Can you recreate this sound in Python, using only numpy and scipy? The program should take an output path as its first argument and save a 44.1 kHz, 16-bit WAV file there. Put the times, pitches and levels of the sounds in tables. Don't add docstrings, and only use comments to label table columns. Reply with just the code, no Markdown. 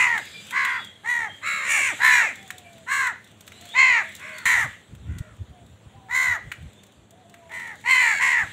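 import sys
import numpy as np
from scipy import signal
from scipy.fft import rfft, irfft, next_fast_len
from scipy.io import wavfile
from scipy.ndimage import uniform_filter1d, map_coordinates

SR = 44100
rng = np.random.default_rng(int(sys.argv[2]) if len(sys.argv) > 2 else 0)


def volts(x):
    e = np.asarray(x, float) / 20
    return 10 ** e


def store_wav(level_fs):
    pcm = np.round(np.clip(np.atleast_2d(level_fs), -1, 1) * 32767)
    wavfile.write(sys.argv[1], SR, pcm.T.astype(np.int16))


N = 375732

# (start [s], length [s], top pitch [Hz], top level [dB], loss by
# tiring [dB])
CAWS = [(-.07, .3, 510.5, -19, 4.5), (0.511, 0.33, 544.3, -20.5, 6.5), (1.035, 0.29, 485.7, -22, 6.5),
        (1.413, 0.33, 554, -26, 5.5), (1.649, 0.3, 577.7, -21.5, 0), (1.987, 0.31, 513.7, -18, 5),
        (2.863, 0.29, 549.5, -21, 2.5), (3.738, 0.32, 534.3, -13, 5.5), (4.176, 0.31, 537.5, -37.5, 3),
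        (4.394, 0.29, 513.6, -19, 1.5), (5.039, 0.35, 493, -52.5, 4), (6.085, 0.32, 520.2, -20.5, 1.5),
        (7.491, 0.3, 486.3, -33.5, 4), (7.839, 0.35, 524.4, -15, 6), (8.186, 0.295, 520.8, -18, 2.5),
        (-.2, 0.32, 479.4, -16.5, 5.5), (1.416, 0.29, 654, -28.5, 7), (1.99, 0.27, 443, -15.5, 4.5),
        (2.073, 0.27, 485, -20.5, 5.5), (4.348, 0.27, 465.4, -22.5, -1), (7.953, 0.31, 592, -26.5, -0.5),
        (1.583, 0.25, 476, -30.5, -6)]
# (onset stretch [times], pitch lost over the hold [share],
# part of that lost by mid-hold [share], chest fading [dB])
BENDS = [(1, 0.12, .4, 8.5), (1, 0.1, .5, 5.5), (1, 0.098, 0.19, 1), (1, 0.063, 0.12, -2),
         (1, .09, 0.27, 5.5), (1, 0.085, 0.42, 4.5), (1, 0.098, .25, 3.5), (.9, .16, .3, 10.5),
         (1, .08, 0.33, 2.5), (1, 0.11, .35, 8.5), (1.1, 0.097, .35, 9), (1.2, .08, .15, 6),
         (0.88, .1, 0.22, 5.5), (1.2, .17, 0.27, 9.5), (0.649, 0.16, .15, 12), (1.001, .09, .35, 5),
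         (1, 0.1, 0.21, 0), (0.999, 0.057, 0.245, 7.5), (1, .12, 0.38, 9.5), (0.66, 0.046, .35, 5.5),
         (0.77, .07, .35, 8), (1.2, 0.088, 0.31, 1)]
FALLS = [1, 1, 1.1, 1, .55, .65, 1, 1.1, 1, .75, 1, 1, .9, 1.1, 1, 1, 1, .6, .6, 1, 1, .7]
# (time after the start [s], pitch [share], level [dB])
ONSET = [
    (0, .8, -27),
    (.022, .92, -9),
    (.06, 1, 0),
]
# (time before the end [s], pitch [share], level [dB])
COLLAPSE = [
    (.075, 1, 0),
    (.045, .9, -6),
    (.028, .73, -18),
    (.004, .45, -38),
]
# (flutter [Hz], pitch swing [share], throb [dB], rasp [0-1], beak resonance, or for
# the # two near 600 Hz a boost of the fundamental [Hz])
VOICES = [(80.3, 0.03, 3.5, 0.56, 3700), (71.4, 0.082, 1, 0.5, 4120), (76.8, 0.022, 3, 0.98, 5000),
          (81.5, 0.033, 1.5, 0.8, 3980), (70.43, 0.064, 1.5, 0.9, 602), (74, 0.042, -2, 0.38, 4040),
          (75.64, 0.047, 1, 0.6, 3940), (74.6, 0.035, 1, 0.9, 4260), (75, 0.083, 2, 0.84, 7600),
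          (75.64, 0.063, 0, 0.6, 3820), (69.9, 0.054, 3, 0.76, 4000), (75.4, 0.043, 2, 0.9, 3770),
          (83.6, 0.072, 2, 0.42, 5100), (84.6, 0.038, 2.5, 1, 4300), (74.9, 0.077, 2, 0.7, 1740),
          (66.8, 0.115, 2, 0.3, 4000), (69.2, 0.098, 4, 0.18, 580), (66.4, 0.039, 5, 0.11, 3450),
          (69.7, 0.012, -1, 0.56, 2520), (80.9, 0.012, -6, 0, 4050), (83.3, 0.021, -5, 0.5, 4300),
          (70.7, 0.032, 4, 0.2, 3700)]
# (frequency [Hz], level [dB])
CROW_COLOUR = [(250, -76), (520, -32.5), (800, -12), (1080, -8.5), (1500, -3.5), (2050, 8), (2600, -7.5),
               (3400, -17.5), (4300, -20.5), (5140, -26), (7080, -11), (11300, -33), (16000, -37)]
TRACT_HZ = [1075, 1454, 2610, 7240]
TRACT_WIDTHS = [0.15, 0.26, 0.18, 1, 0.1]
# (chest [dB], throat [dB], mouth [dB], hiss [dB], beak or boosted fundamental
# [dB])
TRACTS = [(4.5, -13.5, -11, -13.5, -12), (11.5, 7, 4, -2.5, 4), (2, -10.5, -9.5, -10.5, -6),
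          (-1.5, 2.5, 4, 1, 17), (7.5, 0.5, 12.5, 11.5, 17.5), (14.5, 2, 3.5, 1.5, 10),
          (13.5, 10, 2.5, 4.5, 8.5), (7.5, -8.5, 7.5, -6.5, 11), (6.5, 9, 10, -12.5, -30),
          (6, -5.5, -2, -2, 3.5), (19, 18, 10, 8, -4.5), (5.5, -1.5, -6.5, -4.5, 5.5),
          (-1, -14, -9, -13.5, -2), (7, -9, 4.5, -6.5, 10), (5, -13.5, -2.5, -9, 2.5),
          (16, 1.5, 13, 9.5, 5), (10.5, 21.5, 23, -6, 25.5), (-68, 4, -8, -15, 9),
          (-31, -26, -11, -7, 16.5), (-44, -8.5, -8, -19, 17), (-32, 0, -0.5, 0.5, 11), (-9, 0, 6, 0, 3)]
FACING = [-40, -42.5, 1.5, 4, 7, 8.5, 7, -23.5, -25, 8.5, 5, 8.5, 5, 3, -0.5, 9, -12.5, 5, 1, -2, 5, 1]
# (throat [Hz], strength [dB], beak [Hz], strength [dB], beak [Hz], strength [dB])
POCKETS = [(2130, 5, 3120, 5, 4280, 6), (2020, 4, 4060, 7, 4700, 7), (1890, 4, 3390, 5, 4030, 8),
           (2190, 5, 2610, 3, 3990, 7), (2290, 4, 2720, 4, 3530, 4), (1760, 4, 3400, 4, 4000, 8),
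           (1750, 7, 2840, 7, 4130, 8), (2090, 4, 3190, 4, 4290, 5), (2100, 3, 2490, 7, 3400, 6),
           (1930, 4, 3130, 5, 3950, 5), (2000, 2, 3000, 2, 4000, 2), (2010, 5, 3900, 9, 4280, 8),
           (1850, 3, 3100, 6, 4100, 6), (2070, 4, 3100, 7, 4300, 7), (1820, 5, 2690, 4, 4250, 6),
           (2500, 4, 2750, 4, 3600, 2), (1290, 3, 2200, 2, 4000, 2), (1780, 4, 2280, 2, 4030, 4),
           (2090, 3, 2750, 5, 4030, 5), (2250, 3, 2770, 4, 4300, 3), (2350, 5, 2690, 6, 3410, 4),
           (1840, 3, 2300, 2, 4300, 2)]
# (frequency [Hz], strength [dB])
NOSTRILS = [(7080, 4), (7560, 3)]
# (time [s], rustle [dB])
STIR = [(0, -41), (.35, -48.5), (.7, -43), (.95, -58.5), (1.36, -54.5), (1.97, -41.5), (2.4, -53),
        (2.7, -56.5), (3.4, -60), (3.72, -49), (4.44, -50.5), (4.6, -44), (4.85, -61), (6, -63.5),
        (6.55, -58), (7.1, -66), (7.6, -58.5), (8.53, -47.5)]
# (middle [s], half length [s], peak [dB])
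GUSTS = [(4.464, 0.0072, -33), (4.6, 0.095, -39.5), (4.934, 0.025, -34.5), (5.056, 0.075, -38),
         (5.139, 0.045, -29), (5.21, 0.0075, -29), (5.308, 0.035, -39.5), (5.426, 0.036, -36),
         (5.5, 0.02, -39), (5.662, 0.084, -45.5), (5.871, 0.017, -45.5), (5.961, 0.022, -49),
         (6.285, 0.25, -49.5), (6.477, 0.025, -38.5), (6.641, 0.041, -38), (7.002, 0.039, -59),
         (7.749, 0.037, -53), (7.856, 0.026, -47.5), (8.152, 0.072, -59), (8.424, 0.028, -35),
         (8.496, 0.0074, -46)]
# (frequency [Hz], level [dB])
TOWN_COLOUR = [(25, -42.5), (60, -15.5), (98, 3.5), (129, -4.5), (165, -5), (201, -0.5), (260, -8.5),
               (600, -10.5), (900, -16), (2000, -22), (4000, -71)]
# (frequency [Hz], level [dB])
RUSTLE_COLOUR = [(800, -14.5), (1500, 11), (2300, 14), (3500, 16.5), (4200, 9), (5100, -2), (6300, 6.5),
                 (7570, 12), (9300, 1), (10400, -1), (16000, -10)]
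# (frequency [Hz], level [dB])
BUFFET_COLOUR = [(12, -80.5), (20, -66), (32, -44), (56, -11.5), (97, -6), (236, -26), (400, -40),
                 (520, -74), (880, -120)]
# (frequency [Hz], decay time [s])
WALL_DECAY = [(500, 0.13), (2000, 0.39), (4000, 0.39), (12000, 0.088)]
# (start [s], length [s], top pitch [Hz], last pitch [Hz], level [dB])
CHIRRS = [(.755, 0.12, 3420, 3270, -45), (.655, 0.07, 3380, 3250, -49), (.56, .09, 4100, 4000, -51),
          (.64, .02, 3750, 3600, -44), (3.51, .17, 3950, 4350, -60), (3.67, 0.11, 3400, 4200, -48),
          (.13, .28, 3880, 3830, -57), (.18, .29, 4980, 4780, -60), (.3, .17, 3450, 3600, -56),
          (.2, .2, 4450, 4400, -62), (.78, .07, 3760, 3720, -57), (.87, .08, 3350, 3300, -57),
          (3.5, .13, 2950, 3000, -62), (.2, .12, 3400, 3350, -60), (.478, .04, 3300, 3250, -54),
          (.475, .03, 3900, 3800, -58), (4.32, .13, 4450, 4150, -56), (4.21, .07, 5500, 5350, -67),
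          (.71, .08, 4750, 4700, -58), (2.81, .03, 3650, 3650, -63), (2.37, .16, 3500, 3400, -63),
          (6.72, .1, 3500, 3700, -66)]
# (start [s], length [s], top pitch [Hz], last pitch [Hz], level [dB])
WHISTLES = [
    (.33, 0.06, 2380, 2300, -46.5),
    (1.27, 0.095, 3230, 3230, -45.5),
    (2.64, 0.059, 2335, 2350, -55),
    (5.96, 0.12, 1013, 940, -61),
    (7.41, 0.057, 985, 970, -57),
]
# (start [s], length [s], top pitch [Hz], last pitch [Hz], level [dB])
DOVE = [
    (2.36, 0.5, 784, 638, -63),
    (3.6, 0.52, 703, 638, -60.5),
    (4.23, 0.15, 638, 622, -58),
    (5.2, 0.1, 626, 613, -63),
    (5.5, 0.145, 740, 670, -65.5),
    (5.92, 0.47, 799, 666, -62.5),
    (7.095, 0.068, 672, 660, -63.5),
    (7.135, 0.1, 742, 738, -63),
    (7.235, 0.353, 703, 645, -62),
]
# (time [s], peak [dB], knock [dB])
TICKS = [(0.178, -23.5, 4.5), (0.4683, -35, -24), (0.508, -24.5, -1), (0.6494, -21, 8), (0.846, -34.5, -27),
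         (1.3646, -48.5, -11), (2.3564, -33.5, -34), (2.5045, -23.5, 3.5), (2.5818, -29.5, -26),
         (2.731, -41, -18), (2.781, -41, 0), (3.2426, -40, -49), (3.313, -45, -26.5), (3.408, -33, -13),
         (3.467, -38, -10.5), (3.4774, -30.5, -1), (3.5197, -37.5, 3.5), (3.611, -34, -17), (3.624, -43, 5),
         (3.654, -34, -6), (3.689, -36, -6.5), (4.121, -39, -8), (4.151, -26.5, -27), (4.1636, -33, -22),
         (4.196, -36, 0), (4.383, -25.5, -27), (0.2534, -33.5, -20), (.49, -52, -20), (.861, -54, -20),
         (.9373, -51, -22), (2.4279, -40, -22), (2.4616, -46, -20), (2.4773, -35.5, -20),
         (3.0706, -24.5, -22), (3.2745, -45.5, -22), (3.5428, -48, -12), (4.09, -37.5, -10),
         (4.2921, -40.5, -15),
         (4.9505, -42, -3), (5.1847, -29, -11), (5.3652, -49.5, -5), (6.5165, -31, 10.5),
              (6.5202, -28.5, 8), (6.5354, -47, 23), (6.6247, -48, -3.5), (6.8342, -38, -4),
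              (6.8658, -42.5, -18.5), (7.107, -39, -20), (7.2965, -41, -29), (7.341, -40, 7.5),
              (7.5183, -39, 10), (7.599, -35.5, 7), (5.6636, -47, -15), (6.7314, -47, -10),
              (6.9212, -49, -11.5), (7.3907, -55, -15), (7.494, -48.5, 10), (7.5395, -44, -3.5),
              (7.675, -37, -27), (7.755, -40, -25), (7.801, -47, -23), (7.812, -40, -9)]
# (frequency [Hz], level [dB])
GRIT_COLOUR = [(1200, -42), (2500, -24), (3500, 3.5), (5000, -14), (7300, -0.5), (11000, -14), (16000, -11)]

CUT_S = 4.455
TOP_HZ = 15650
OVERTONES = np.arange(1, 31)[:, None]
SHAKEN_UP_TO = 7
CHEST_HZ = 1250
SHEEN_HZ, SHEEN_WIDTH = 13420, 0.4
RIPPLE_DB = 4.5
POCKET_WIDTH_HZ = 140
HISS_SINKS = 1.04
TOWN_DB, TOWN_FOLLOWS = -53.5, 0.13


def unit(x):
    return x / np.sqrt(np.mean(x ** 2) + 1e-20)


def along(points, hz):
    f, v = np.transpose(points)
    return np.interp(np.log(hz + 1), np.log(f + 1), v)


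def span(rows):
    s, *cols = np.transpose(rows)
    first = round(s[0] * SR)
    t = np.arange(first, min(N, round(s[-1] * SR))) / SR
    return first, *[np.interp(t, s, c) for c in cols]


def wobble(rate, size=N):
    knots = rng.standard_normal(int(size * rate / SR) + 4)
    return map_coordinates(knots, [np.arange(size) * rate / SR])


def filtered(x, gain):
    m = next_fast_len(len(x) + 8192)
    return irfft(rfft(x, m) * gain(np.fft.rfftfreq(m, 1 / SR)), m)[:len(x)]


def bump(hz, centre_hz, width):
    return np.exp(-(np.log((hz + 1) / centre_hz) / width) ** 2)


def soft(size, s):
    k = np.arange(size)
    return np.clip(np.minimum(k + 1, size - k) / (s * SR), 0, 1)


def arch(start, length, pitch_hz, db, tiring_db, stretch, sag, halfway, fall):
    onset = [(s * np.clip(stretch, .6, 1.6), share, level) for s, share, level in ONSET]
    middle = (onset[-1][0] + length - COLLAPSE[0][0]) / 2
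    rows = onset + [(middle, 1 - halfway * sag, -tiring_db / 2)]
    rows += [(length - s, share * (1 - sag), fall * level - tiring_db) for s, share, level in COLLAPSE]
    return [(start + s, pitch_hz * share, db + level) for s, share, level in rows]


def throat(beak_hz, tract_db, sheen_db):
    cavities = rng.standard_normal(110)

    def gain(hz):
        db = along(CROW_COLOUR, hz) + sheen_db * bump(hz, SHEEN_HZ, SHEEN_WIDTH)
        for centre_hz, width, strength_db in zip(TRACT_HZ + [beak_hz], TRACT_WIDTHS, tract_db):
            db = db + strength_db * bump(hz, centre_hz, width)
        db = db + RIPPLE_DB * np.interp(hz, np.linspace(0, SR / 2, 110), cavities) * (hz > 4800)
        return volts(db)
    return gain


def ringing(pockets):
    def gain(f):
        total = 1
        for c, db in pockets:
            damping = 1j * f * POCKET_WIDTH_HZ
            total = total * (1 + (volts(db) - 1) * damping / (c * c - f * f + damping))
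        return total
    return gain


def overtone_sizes(pitch_hz, swing, slack, chest_db, tract):
    sinking = 1 + np.clip(2.2 * slack, 0, .85) * slack / (1 - slack)
    seen_hz = OVERTONES * (pitch_hz * (1 + swing) * sinking)[::64]
    sizes = tract(seen_hz) * volts(-52 * slack[::64] * np.log2(OVERTONES / 2))
    sizes *= volts(.9 * uniform_filter1d(rng.standard_normal(sizes.shape), size=4, axis=1) * 2)
    sizes *= volts(1.5 * np.cos(np.pi * OVERTONES) * (OVERTONES > 4))
    sizes *= volts(1.5 * rng.standard_normal(OVERTONES.shape) * (OVERTONES > 9))
    spent = np.linspace(0, 1, sizes.shape[1]) ** 2
    return sizes * volts(-1.8 * chest_db * spent * (OVERTONES * pitch_hz.max() < CHEST_HZ))


def caw(pitch_hz, chest_db, voice, tract_db, sheen_db, pockets):
    flutter_hz, depth, throb_db, rasp, beak_hz = voice
    n = len(pitch_hz)
    pitch_hz = uniform_filter1d(pitch_hz, size=500, mode="nearest")
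    slack = 1 - pitch_hz / pitch_hz.max()
    beat = 2 * np.pi * np.cumsum(flutter_hz * (1 + .02 * wobble(30, size=n))) / SR
    swing = depth * (1 - slack) ** 2 * np.sin(beat) + .009 * rasp * wobble(250, size=n)
    unsteady = 1 + (.004 + .006 * rasp) * wobble(250, size=n)
    turn = 2 * np.pi * np.cumsum(pitch_hz * unsteady) / SR
    shaken = np.minimum(OVERTONES, SHAKEN_UP_TO) * 2 * np.pi * np.cumsum(pitch_hz * swing) / SR
    tract = throat(beak_hz, tract_db, sheen_db)

    sizes = overtone_sizes(pitch_hz, swing, slack, chest_db, tract)
    starts = rng.uniform(0, 2 * np.pi, size=OVERTONES.shape)
    waves = np.cos(OVERTONES * turn + shaken + starts)
    tone = (np.repeat(sizes, 64, axis=1)[:, :n] * waves).sum(axis=0)

    def airy(hz):
        share = min(rasp, .6) * ((hz + 1) / 2000) ** -.05
        return np.clip(share * (1 - .4 * bump(hz, 3800, .45)), 0, .9)

    air = unit(rng.standard_normal(n) * (1 + .6 * np.cos(turn))) * volts(9 - 35 * slack)
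    high_hiss = filtered(air, lambda hz: tract(hz) * airy(hz))
    low_hiss = filtered(air, lambda hz: tract(hz * HISS_SINKS) * airy(hz))
    sunk = np.linspace(0, 1, n)
    hiss = (1 - sunk) * high_hiss + sunk * low_hiss

    throb = volts(throb_db * np.sin(beat + 1.45) + 0.27 * wobble(147.3, size=n))
    sound = throb * tone + np.sqrt(throb) * hiss
    throat_pocket, *beak_pockets = np.reshape(pockets, (-1, 2))
    nostrils = [(hz * rng.normal(1, .015), db) for hz, db in NOSTRILS]
    sound = filtered(sound, ringing([throat_pocket] + nostrils))
    closing = np.linspace(0, 1, n) ** 2
    sound = closing * sound + (1 - closing) * filtered(sound, ringing(beak_pockets))
    return sound / np.sqrt(np.abs(uniform_filter1d(sound ** 2, size=1200)) + 1e-12)


def crows():
    out = np.zeros(N + SR)
    birds = zip(CAWS, BENDS, FALLS, VOICES, TRACTS, FACING, POCKETS)
    for row, (*bend, chest_db), fall, *bird in birds:
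        at, pitch_hz, db = span(arch(*row, *bend, fall))
        n = len(db)
        late = (at + np.arange(n)) / SR > CUT_S
        heard = uniform_filter1d(1. * (late == late[n // 2]), size=70, mode="nearest")
        out[SR + at:][:n] += heard * volts(db) * soft(n, 0.00149) * caw(pitch_hz, chest_db, *bird)
    return out[SR:]


def rush(spectrum, patchy_db):
    z = signal.stft(rng.standard_normal(N), nperseg=512)[2]
    field = uniform_filter1d(rng.standard_normal(z.shape), size=8, axis=0)
    field = uniform_filter1d(field, size=10, axis=1)
    patchy = signal.istft(z * volts(patchy_db * unit(field)), nperseg=512)[1][:N]
    return unit(filtered(patchy, lambda hz: volts(along(spectrum, hz))))


def yard():
    _, rustle_db = span(STIR)
    t = np.arange(N) / SR
    town_db = TOWN_DB + TOWN_FOLLOWS * (rustle_db - rustle_db.mean()) + 0.63 * wobble(7.2)
    town = volts(town_db) * rush(TOWN_COLOUR, patchy_db=0.84)
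    rustle = volts(rustle_db + 0.37 * wobble(25)) * rush(RUSTLE_COLOUR, patchy_db=2.2)
    puffs = sum(volts(db) * np.exp(-((t - s) / half) ** 2) for s, half, db in GUSTS)
    wind = unit(volts(1.1 * wobble(16)) * rush(BUFFET_COLOUR, patchy_db=3.5))
    return town + rustle + puffs * wind


def walls(x):
    hz, t, z = signal.stft(rng.standard_normal(SR), SR, nperseg=256)
    fading = volts(-60 * t / along(WALL_DECAY, hz)[:, None])
    tail = signal.istft(z * fading, SR, nperseg=256)[1]
    delayed = np.pad(x, (500, 0))
    return signal.fftconvolve(delayed, tail / np.linalg.norm(tail))[:N]


def whistled(calls, blur, flicker, scoop, fade_db):
    out = np.zeros(N)
    for s, length, top_hz, last_hz, level in calls:
        begin = (s, scoop * top_hz, level + 2.5)
        top = (s + min(.035, length / 2), top_hz, level)
        end = (s + length, last_hz, level - fade_db)
        at, hz, db = span([begin, top, end])
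        n = len(db)
        turn = 2 * np.pi * np.cumsum(hz * (1 + blur * wobble(flicker, size=n))) / SR
        loudness = np.sqrt(2) * volts(db + 2.5 * wobble(60, size=n))
        out[at:at + n] += loudness * soft(n, 0.022) * np.sin(turn)
    return out


def ticks():
    crack, knock = np.zeros(N + SR), np.zeros(N + SR)
    t = np.arange(SR // 25) / SR
    for s, db, knock_db in TICKS:
        at = round(s * SR)
        burst = rng.standard_normal((2, len(t))) * (1 - np.exp(-t / 0.00015))
        crack[at:][:len(t)] += burst[0] * volts(db + 0.5 - 60 * t / 0.037)
        knock[at:][:len(t)] += burst[1] * volts(db + min(knock_db, 12) + 6.0 - 60 * t / 0.033)
    gritty = filtered(crack[:N], lambda hz: volts(along(GRIT_COLOUR, hz)))
    return gritty + filtered(knock[:N], lambda hz: bump(hz, 1800, .5))


def scene():
    near = crows() + ticks()
    dove = whistled(DOVE, blur=0.016, flicker=210, scoop=0.93, fade_db=-6)
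    far = whistled(WHISTLES, blur=0.013, flicker=110, scoop=1.0, fade_db=19)
    far += whistled(CHIRRS, blur=.02, flicker=300, scoop=.96, fade_db=4)
    echo = volts(-13.5) * walls(near + 2 * dove)
    far_echo = volts(-0.5) * walls(far)
    return (near + volts(4.5) * dove + far + echo + far_echo + yard())[None]


def top_cut(x):
    return signal.sosfilt(signal.butter(12, 16760, fs=SR, output="sos"), x)


def record(dry):
    mix = filtered(dry[0], lambda hz: hz < TOP_HZ)[None]
    return top_cut(mix)


dry = scene()
out = record(dry)
store_wav(out)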